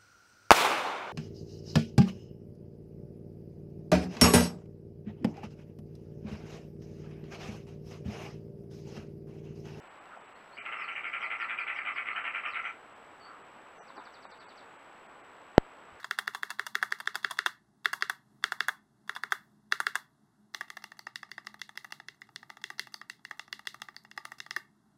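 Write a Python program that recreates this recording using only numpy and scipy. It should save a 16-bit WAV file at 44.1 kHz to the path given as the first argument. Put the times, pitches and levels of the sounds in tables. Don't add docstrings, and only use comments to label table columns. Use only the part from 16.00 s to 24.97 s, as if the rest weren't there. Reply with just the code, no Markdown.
import sys
import numpy as np
from scipy import signal
from scipy.fft import rfft, irfft
from scipy.io import wavfile
from scipy.ndimage import uniform_filter1d

SR = 44100
rng = np.random.default_rng(int(sys.argv[2]) if len(sys.argv) > 2 else 0)


def wav_record(signal):
    frames = np.transpose(np.atleast_2d(signal))
    bounded = np.clip(frames, -1, 1)
    quanta = np.round(bounded * 32767).astype(np.int16)
    wavfile.write(sys.argv[1], SR, quanta)


def linear_from_db(decibels):
    return 10 ** (np.asarray(decibels, float) / 20)


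N = 395577
LEAD = 8192

# f/Hz, level/dB, T60/s
WIDE_MODES = [
    [(417, -28.5, 0.046), (1430, -14, 0.041), (1680, 12.5, 0.0063), (1853, 6.5, 0.0075), (2090, -15, 0.015)],
    [(678, -18.5, 0.039), (875, 3.5, 0.0086), (1050, 11.5, 0.0095), (3460, -15.5, 0.032)],
    [(2810, -8.5, 0.012), (3412, -2.5, 0.007), (4580, -5.5, 0.0048)],
    [(6400, -19.5, 0.017), (6620, -11.5, 0.02), (8540, -10, 0.0094), (10300, -7, 0.006)],
]
WIDE_RISE_S = [0.0008, 0.0011, 0.0004, 0.0003]
# t/s, level/dB, case/dB, extra stem/dB, edge/dB (case and edge relative to the cap)
WIDE_PRESSES = [(-0.045, -12, -14, -2, -10.5), (0.1106, -16.5, -14.5, 2.7, -12),
                (0.2776, -17, -12.5, -0.5, -11), (0.432, -18, -11.5, 2, -10), (0.5951, -17, -11.5, 1, -12),
                (0.7535, -14, -17, -2.2, -11.5), (0.9228, -15.5, -15, -0.2, -13.5),
                (1.0743, -15.5, -14.5, 0.9, -17), (1.2463, -14, -16.5, 0.5, -19.5),
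                (1.3892, -13.5, -15.5, 1.5, -18), (1.8568, -10, -16, -1.4, -16),
                (2.0235, -12.5, -15, 1.3, -18.5), (2.44, -12.5, -14.5, 2.1, -12),
                (2.6055, -14, -15, 3.5, -15.5), (3.0944, -19.5, -11, 1, -13), (3.2357, -19, -11, -1.4, -16),
                (3.723, -10.5, -15, 0.1, -13.5), (3.8676, -12.5, -16, 0.3, -13.5)]
# t/s, level/dB, case/dB, extra stem/dB, edge/dB
WIDE_RELEASES = [(0.044, -26, -5.5, -1.2, -8.5), (0.1875, -16.5, -8, 1.5, -6), (0.348, -25.5, -1, 1, -1),
                 (0.504, -26.5, -5, 3.5, -1.5), (0.6656, -28.5, -3.5, 1, -1.5),
                 (0.8272, -12, -12, -4.5, -12), (1.0015, -28.5, -6, -1.5, -8.5),
                 (1.1548, -19.5, -7, 1.8, -7), (1.3094, -31.5, 3, 3.5, 3.5), (1.4617, -11.5, -12, 2.6, -12),
                 (1.931, -21, -5, -1.5, -3), (2.0974, -17.5, -8, -0.8, -8.5),
                 (2.521, -16.5, -9.5, -3, -11.5), (2.6839, -15.5, -6.5, -6.5, -5.5),
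                 (3.1627, -27.5, -4, -5, -12), (3.3216, -11.5, -13, -3.5, -11.5),
                 (3.8023, -14.5, -11.5, -5.5, -8.5), (3.9545, -16, -8, -0.3, -7)]
# t/s, level/dB, edge/dB
WIDE_TOUCHES = [(0.0294, -48, -6), (0.1037, -61, -16), (0.179, -46, -14.5), (0.2595, -54, -1),
                (0.2727, -44, -8), (0.3363, -48, -5), (0.426, -48.5, -1), (0.4955, -48, -6),
                (0.5869, -44.5, -15), (0.747, -42.5, -14), (0.816, -46.5, -9.5), (0.9066, -50, 0),
                (0.918, -41, -18), (0.9873, -53, 7), (1.0572, -49.5, 0.5), (1.1449, -40.5, -17.5),
                (1.2297, -49, 4.5), (1.2422, -42.5, -14.5), (1.3007, -45, -9.5), (1.371, -48.5, -0.5),
                (1.3846, -46, -3.5), (1.846, -45, -0.5), (2.009, -44.5, -4), (2.426, -48.5, -12),
                (2.589, -54.5, -15), (3.077, -51, -3), (3.151, -45.5, 1), (3.307, -52, 1), (3.714, -48, -7),
                (3.9476, -45, -12)]
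# t/s, level/dB
WIDE_REBOUNDS = [(0.1925, -27.5), (0.3532, -33), (0.5122, -31), (0.6708, -33), (0.8325, -28), (1.0066, -34),
                 (1.3165, -31.5), (1.4686, -24.5), (1.9364, -23), (2.1027, -25), (2.6906, -17),
                 (3.1668, -32), (3.3265, -27.5), (3.8077, -34), (3.9625, -29.5)]
# usual level/dB, case/dB, stem/dB, edge/dB, rattle/dB
WIDE_COLOUR = dict(press=(-16, -13, -9.5, -16, -27), release=(-21, -6, -8, -6, -10),
               touch=(-43, 1, 2, -8.5, -6), rebound=(-32, -4.5, -10, -12.5, -9))


def wide_key():
    down, up = typing(WIDE_PRESSES, WIDE_RELEASES, WIDE_TOUCHES, WIDE_REBOUNDS, WIDE_COLOUR)
    return strokes(down, up, WIDE_MODES, WIDE_RISE_S, late_s=-.0001, up_pitch=0.929, spread_db=2.2, tick_db=-64)


# f/Hz, level/dB, T60/s
LETTER_MODES = [
    [(388, -14.5, 0.054), (1710, -8.5, 0.0022), (1872, 11.5, 0.012), (1994, 10, 0.018)],
    [(712, 1, 0.0073), (876, 4.5, 0.016), (1186, 0.5, 0.024), (1247, 4.5, 0.01)],
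    [(2797, -7.5, 0.015), (3440, -13.5, 0.014), (4343, -7.5, 0.0046), (5020, -12, 0.0076)],
    [(5430, 3.5, 0.01), (5670, -12, 0.027), (6160, 10, 0.018), (8500, -9, 0.015), (10040, -6.5, 0.015)],
]
LETTER_RISE_S = [0.00035, 0.00035, 0.00015, 0.00012]
# t/s, level/dB, case/dB, extra stem/dB, edge/dB
LETTER_PRESSES = [(4.546, -25, -5.5, -1.7, -3.5), (4.7016, -29.5, -6, -4, -4.5),
                  (4.8399, -31.5, -4, 1.7, -4.5), (4.9913, -36.5, -4, 4.5, -3),
                  (5.157, -27.5, -17, -1.3, -6.5), (5.315, -30, -17, -4.5, -11),
                  (5.4691, -28.5, -5, -3, -11.5), (5.6155, -27.5, -15, 0.5, -10),
                  (5.7741, -27, -11, -2.8, -6.5), (5.9222, -29, -4.5, 0.5, -3),
                  (6.0845, -30, -18, -1.8, -15), (6.2174, -33.5, -14, -5, -18),
                  (6.3596, -31.5, -18, 3.5, -15), (6.5008, -32.5, -2.5, -2, -8),
                  (6.6394, -25, -14, -0.9, -9), (6.7943, -21, -20, -3.5, -5.5), (6.942, -34.5, -2, 1, 2.5),
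                  (7.0978, -28.5, -17, 0.5, -6.5), (7.25, -30, -16, -3.8, -12), (7.394, -29, -4.5, 0.5, -8),
                  (7.527, -25.5, -11, 0, -10), (7.6708, -24, -14.5, 1.2, -5), (7.818, -30.5, -2.5, 1.5, -4),
                  (7.9642, -36, -10, -2, -5), (8.1133, -38.5, -11, 4.5, -12), (8.252, -30, -1.5, -2.5, -3),
                  (8.4018, -28, -13, -0.7, -8), (8.5083, -24.5, -8.5, -3.6, -11)]
# t/s, level/dB, case/dB, extra stem/dB, edge/dB
LETTER_RELEASES = [(4.609, -22.5, -6.5, 2.2, -12), (4.7688, -32.5, -2, 4, -5.5),
                   (4.918, -36, -3.5, -1.5, -12), (5.068, -28.5, -2, 2.5, -19), (5.23, -30.5, -3, 2, -19),
                   (5.3798, -28.5, -5, -1.5, -18), (5.5418, -37.5, -2, -2, -11.5),
                   (5.6914, -37, -3, 1.5, -7), (5.8447, -34, -3, 1, -4), (5.9993, -35, -4, 0.1, -17),
                   (6.2894, -50.5, 2.5, -4, -33), (6.429, -38.5, -3, -3.5, -17),
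                   (6.5695, -40, -0.5, 0.5, -11), (6.7015, -28, -5.5, 1.5, -8.5),
                   (6.87, -39.5, -2, 3.5, -6), (7.0138, -33, -2.5, 0.1, -19), (7.193, -61, 3, -3, -37),
                   (7.31, -26.5, -4, 0.1, -15.5), (7.4785, -45, -0.5, 0.5, -15),
                   (7.5924, -37.5, -2.5, 1.5, -8), (7.7433, -36, 0, 3, -3.5),
                   (7.8853, -32.5, -4.5, -2, -19), (8.0487, -42.5, -2, -1, -21),
                   (8.176, -25.5, -3.5, 3.3, -14), (8.318, -32, -2.5, 1, -6.5),
                   (8.463, -38.5, -2, -1.5, -9), (8.563, -19.5, -9, 2.8, -9.5)]
# t/s, level/dB, edge/dB
LETTER_TOUCHES = [(4.539, -46, -14), (4.6804, -50.5, -7), (4.8212, -48.5, -14), (4.969, -55.5, -1),
                  (5.2898, -54, -12), (5.447, -54, -8), (5.463, -56, 3), (5.5935, -52, 0),
                  (5.7545, -50, -10), (5.9048, -52, -5), (6.144, -61, 1), (6.269, -62, 1),
                  (6.4948, -51, -12), (6.615, -52, -4), (6.7814, -45, -14), (6.9215, -57, 6),
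                  (6.9362, -58, 3), (7.372, -60, 2), (7.5236, -64, -5), (7.6527, -51, -7),
                  (7.7992, -53.5, -7), (7.9432, -54, -7), (8.163, -59, 2), (8.2476, -50, -12),
                  (8.311, -56, -11), (8.3835, -50.5, 1)]
# t/s, level/dB
LETTER_REBOUNDS = [
    (4.6133, -31.5),
    (4.7717, -31.5),
    (5.8487, -37),
    (6.0023, -46),
    (6.7041, -37),
    (7.3147, -42),
    (8.1795, -40),
    (8.5663, -23),
]
# usual level/dB, case/dB, stem/dB, edge/dB, rattle/dB
LETTER_COLOUR = dict(press=(-25.5, -10, 3, -10, -58), release=(-41.5, -2, -5, -13, -15.5),
                 touch=(-65, 1.5, -3, 9, -10.5), rebound=(-30, -6, -12.5, -43.5, -34))


def letter_keys():
    down, up = typing(LETTER_PRESSES, LETTER_RELEASES, LETTER_TOUCHES, LETTER_REBOUNDS, LETTER_COLOUR)
    return strokes(down, up, LETTER_MODES, LETTER_RISE_S, late_s=.0005, up_pitch=0.94, spread_db=3.3, tick_db=-68)


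PRESS_LAW = [-.1, 0.56, -0.19, -.3, -0.057]
RELEASE_LAW = [-0.36, -.35, -0.64, -0.21, 0.0000022]
SOFT_LAW = [-0.13, 0.73, -0.31, 0.37, 0.75]


def typing(presses, releases, touches, rebounds, colour):
    down = knocks_of(presses, colour["press"], PRESS_LAW) + knocks_of(touches, colour["touch"], SOFT_LAW)
    up = knocks_of(releases, colour["release"], RELEASE_LAW) + knocks_of(rebounds, colour["rebound"], RELEASE_LAW)
    return down, up


def knocks_of(rows, colour, law):
    usual_db, *rest_db = colour
    *slopes, follow = law
    out = []
    for s, db, *own in rows:
        case, stem, edge, loose = np.add(rest_db, np.multiply(slopes, db - usual_db))
        bright = own[-1] if own else edge
        case, extra = own[:2] if len(own) > 1 else (case, 0)
        out.append((s, db, case, stem + extra + follow * (bright - edge), bright, loose))
    return out


def strokes(down, up, parts, rise_s, late_s, up_pitch, spread_db, tick_db):
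    lifted = [[(hz * up_pitch, db, t60) for hz, db, t60 in parts[0]], *parts[1:]]
    pressed = key(down, parts, rise_s, late_s, spread_db, .012, tick_db)
    return pressed + key(up, lifted, rise_s, late_s, spread_db, .012, tick_db)


PART_DB = [3.5, 3, 0, -9]
# low f/Hz, high f/Hz, T60/s, level/dB against the clear modes
CRACK = [(2540, 4820, 0.007, 0), (4170, 13200, 0.0072, 6)]
TICK_LEAD_S = [.006, .0125]
MIDDLE_RELEASES_S = np.array([1.1547, 1.4617, 1.4686, 2.521, 3.8025])
MIDDLE_PITCH = 0.89
SLIDE_DB, SLIDE_S = -29.5, 0.0021


def key(knocks, parts, rise_s, late_s, spread_db, detune, tick_db):
    out = np.zeros((2, LEAD + N))
    colour = rng.standard_normal((len(knocks), 4, 14))
    loose = rng.random((len(knocks), 16))
    white = rng.standard_normal((len(knocks), 3, 2048))
    white[:, :2, 3] = 3.0
    cracks = [linear_from_db(db) * crack(white[:, k], lo, hi, t60) for k, (lo, hi, t60, db) in enumerate(CRACK)]
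    slides = linear_from_db(SLIDE_DB) * crack(white[:, 2], 900, 5500, np.log(1000) * SLIDE_S)[:, 1023::-1]
    clicks = all_round(parts, rise_s, blur=0.85)
    for k, (s, cap_db, *rest_db, rattle_db) in enumerate(knocks):
        gains = linear_from_db(cap_db + np.array([0, *rest_db]) + PART_DB)
        middle = np.abs(MIDDLE_RELEASES_S - s).min() < .003
        struck = [np.multiply(parts[0], [MIDDLE_PITCH if middle else 1, 1, 1]), *parts[1:]]
        cap, case, stem, edge = (ring(m, up, c, spread_db, detune) for m, up, c in zip(struck, rise_s, colour[k]))
        heavy = gains[0] * cap + gains[1] * case
        light = gains[2] * (stem + cracks[0][k]) + gains[3] * (edge + cracks[1][k])
        soft, hard = (rattle(min(rattle_db, -5) + db, loose[k], count=8) for db in (0, 6))
        sound = np.convolve(heavy, soft) + np.convolve(light, hard)
        at = LEAD + int((s + late_s) * SR)
        out[0, at:at + len(sound)] += sound
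        out[0, at - 1024:at] += gains[0] * slides[k]
        if cap_db > tick_db + 25:
            release = rest_db[0] > -6.2
            early = at - int(TICK_LEAD_S[release] * (1 + .08 * colour[k, 3, 5]) * SR)
            out[:, early:early + 2048] += linear_from_db(tick_db + 3 * colour[k, 3, 6]) * cracks[1][k - 1]
        power = np.repeat([np.linalg.norm(soft), np.linalg.norm(hard)], 2)
        out[1, at:at + 2048] += (gains * power) @ clicks
    return out


def ring(modes, rise_s, chance, spread_db, detune):
    t = np.arange(2048)[:, None] / SR
    hz, db, t60 = np.transpose(modes)
    n = len(modes)
    decay = np.exp(-np.log(1000) * t / t60)
    swing = np.sin(2 * np.pi * hz * (1 + detune * chance[:n]) * t) * decay
    y = (swing @ linear_from_db(db + spread_db * chance[-n:])) * (1 - np.exp(-(t[:, 0] / rise_s) ** 2))
    return y / np.abs(y).max()


def crack(white, lo_hz, hi_hz, t60):
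    t = np.arange(white.shape[1]) / SR
    y = signal.sosfilt(signal.butter(2, [lo_hz, hi_hz], "band", fs=SR, output="sos"), white)
    y = y * np.exp(-np.log(1000) * t / t60) * (1 - np.exp(-t / 0.000082))
    return y / np.abs(y).max(axis=1, keepdims=True)


def rattle(db, chance, count):
    taps = np.zeros(600)
    lag_s = .0022 + 0.0063 * chance[:count] ** 1.7
    strength = (2 * chance[count:] - 1) * np.exp(-lag_s / .006) * linear_from_db(db + 3)
    np.add.at(taps, np.minimum(lag_s * SR, 599).astype(int), strength)
    taps[0] = 1
    return taps


ALL_ROUND_DB = [1.2, 3.6, 7.2, 14]


def all_round(parts, rise_s, blur):
    still, spike = np.zeros(14), np.eye(1, 2048, 2)
    blurred = [[(hz, db, blur * t60) for hz, db, t60 in modes] for modes in parts[:2]]
    heavy = [ring(modes, up, still, 0, 0) for modes, up in zip(blurred, rise_s)]
    light = [(-1) ** k * crack(spike, lo, hi, t60)[0] for k, (lo, hi, t60, db) in enumerate(CRACK)]
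    return linear_from_db(np.array(ALL_ROUND_DB))[:, None] * (heavy + light)


# f/Hz, level/dB, T60/s
DESK = [(411, 2, 0.059), (413, -10.5, 0.02)]


def desk_thump():
    wide = [(s, db - 30.5) for s, db, *_ in WIDE_PRESSES]
    letters = [(s, db - 37.5) for s, db, *_ in LETTER_PRESSES]
    thump = bottom_out(wide, DESK, rise_s=.002, spread_db=5, wall_db=4.5)
    return thump + bottom_out(letters, DESK, rise_s=.002, spread_db=3, wall_db=-3)


# f/Hz, level/dB, T60/s
PLATE = [(3900, 1, 0.0054), (4600, 13, 0.007), (4980, -3, 0.0075)]
# t/s, level/dB
PLATE_CLACKS = [
    (4.9921, -32.5),
    (5.158, -36),
    (5.316, -34),
    (6.9415, -24.5),
    (7.0983, -43),
    (7.9644, -30),
]


def plate_clack():
    return bottom_out(PLATE_CLACKS, PLATE, rise_s=0.0002, spread_db=-14, wall_db=3)


# f/Hz, level/dB, T60/s
SPRING = [(5020, 0, .065), (5110, -1, .06), (5230, -3, .05)]
# from t/s, to t/s, ring level/dB against the cap
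LIVELY_KEYS = [(4.5, 4.95, -30), (4.98, 5.42, -19), (5.45, 6.05, -32), (6.07, 6.9, -24), (6.93, 7.12, -22),
               (7.2, 7.49, -28), (7.5, 7.7, -21), (7.72, 7.93, -21), (7.95, 8.2, -16), (8.23, 8.48, -22),
               (8.5, 8.6, -17)]


def spring_ring():
    lively = []
    for s, db, *_ in LETTER_PRESSES + LETTER_RELEASES:
        lively += [(s, db + ring_db) for start, end, ring_db in LIVELY_KEYS if start < s < end]
    return bottom_out(lively, SPRING, rise_s=0.0002, spread_db=3, wall_db=-3)


def bottom_out(hits, modes, rise_s, spread_db, wall_db):
    out = np.zeros((2, LEAD + N))
    for (s, db), chance in zip(hits, rng.standard_normal((len(hits), 6))):
        at = LEAD + int((s + .0002) * SR)
        out[:, at:at + 2048] += linear_from_db([[db], [db + wall_db]]) * ring(modes, rise_s, chance, spread_db, .006)
    return out


# f/Hz, level/dB, T60/s
ROOM = [(467.5, -25.5, 0.057), (706, -25, 0.089), (990, -27.5, 0.23), (1680, -42, 0.3), (2820, -21.5, 0.23),
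        (3860, -30, 0.22), (7040, -19.5, 0.089), (10000, -12, 0.055), (15000, -11, 0.18)]
ROOM_BUILD_S = 0.0096


def room(x, count):
    t = np.arange(SR // 2) / SR
    answer = np.zeros((count, len(t)))
    for hz, db, t60 in ROOM:
        hiss = band(band(rng.standard_normal(answer.shape), hz, hz * 1.0), hz, hz * 1.0)
        answer += linear_from_db(db - 33.5) * hiss / np.sqrt(hz * .5 / SR) * np.exp(-np.log(1000) * t / t60)
    answer *= 1 - np.exp(-(t / ROOM_BUILD_S) ** 2)
    place = rng.standard_normal((count, len(x) // 2048 + 1))
    place = np.repeat(place / np.linalg.norm(place, axis=0), 2048, axis=1)
    place = uniform_filter1d(place, 256)[:, :len(x)]
    return signal.fftconvolve(place * x, answer, axes=1).sum(axis=0)[:len(x)]


# f/Hz, level/(dB per Hz)
AIR = [(25, -36.5), (42, -35), (80, -28.5), (130, -4.5), (175, -10), (260, -11.5), (400, -14.5),
       (700, -19.5), (1500, -25.5), (2200, -32.5), (3500, -36), (8000, -40.5), (16000, -40)]
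# f/Hz, width/Hz, rms level/dB
FAN = [(59.4, 6.5, -90.5), (132, 20, -85.5), (209.6, 14, -72.5)]


def air():
    hz, db = np.transpose(AIR)
    f = np.maximum(np.arange(N // 2 + 1) * SR / N, 1)
    hiss = irfft(rfft(rng.standard_normal(N)) * linear_from_db(np.interp(np.log(f), np.log(hz), db)), N)
    sway_db = uniform_filter1d(np.repeat(rng.standard_normal(N // 8192 + 1), 8192), 8192)[:N]
    tones = sum(level(band(band(rng.standard_normal(N), f0, w), f0, w), tone_db) for f0, w, tone_db in FAN)
    return level(hiss, -68.5) * linear_from_db(sway_db) + tones


def band(x, hz, width):
    return signal.lfilter(*signal.iirpeak(hz, hz / width, fs=SR), x)


def level(x, db):
    return x * linear_from_db(db) / np.sqrt(np.mean(x ** 2))


def cut(x, hz, width, db, count):
    a, w = linear_from_db(db / count / 2), 2 * np.pi * hz / SR
    k = np.sin(w) * width / hz / 2
    for _ in range(count):
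        x = signal.lfilter([1 + k * a, -2 * np.cos(w), 1 - k * a], [1 + k / a, -2 * np.cos(w), 1 - k / a], x)
    return x


def gate(x, lo_hz, hi_hz, floor_db, size):
    top = signal.sosfiltfilt(signal.butter(6, [lo_hz, hi_hz], "band", fs=SR, output="sos"), x)
    power = uniform_filter1d(top ** 2, 2 * size)[::size]
    limit_db = floor_db + 1.6 * rng.standard_normal(len(power))
    shut = np.repeat(power < linear_from_db(2 * limit_db), size)[:N]
    return x - top * uniform_filter1d(shut * 1., size // 2)


def scene():
    keys = wide_key() + letter_keys() + desk_thump() + plate_clack() + spring_ring()
    near, far = signal.sosfilt(signal.butter(4, 300, "high", fs=SR, output="sos"), keys)
    return ((near + room(far, count=3))[LEAD:] + air())[None]


def roll_off(x):
    return signal.sosfilt(signal.butter(12, 17000, fs=SR, output="sos"), x)


# f/Hz, width/Hz, level/dB
CUTS = [(483, 45, -21.5), (531, 80, -20), (2406, 170, -37.5), (3124, 37, -35), (2990, 62, -38)]
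GATE_EDGES_HZ = [12200, 13000, 13900, 14900, 16000, 17200]
GATE_DB = [-93.5, -92, -91, -91, -80]


def record(dry):
    for hz, width, db in CUTS:
        dry = cut(dry, hz, width, db, count=3)
    dry = signal.sosfilt(signal.ellip(8, .2, 60, 16500, fs=SR, output="sos"), dry)
    for lo, hi, floor_db in zip(GATE_EDGES_HZ, GATE_EDGES_HZ[1:], GATE_DB):
        dry = gate(dry[0], lo - 200, hi + 200, floor_db, size=1024)[None]
    return roll_off(dry)


dry = scene()
out = record(dry)
wav_record(out)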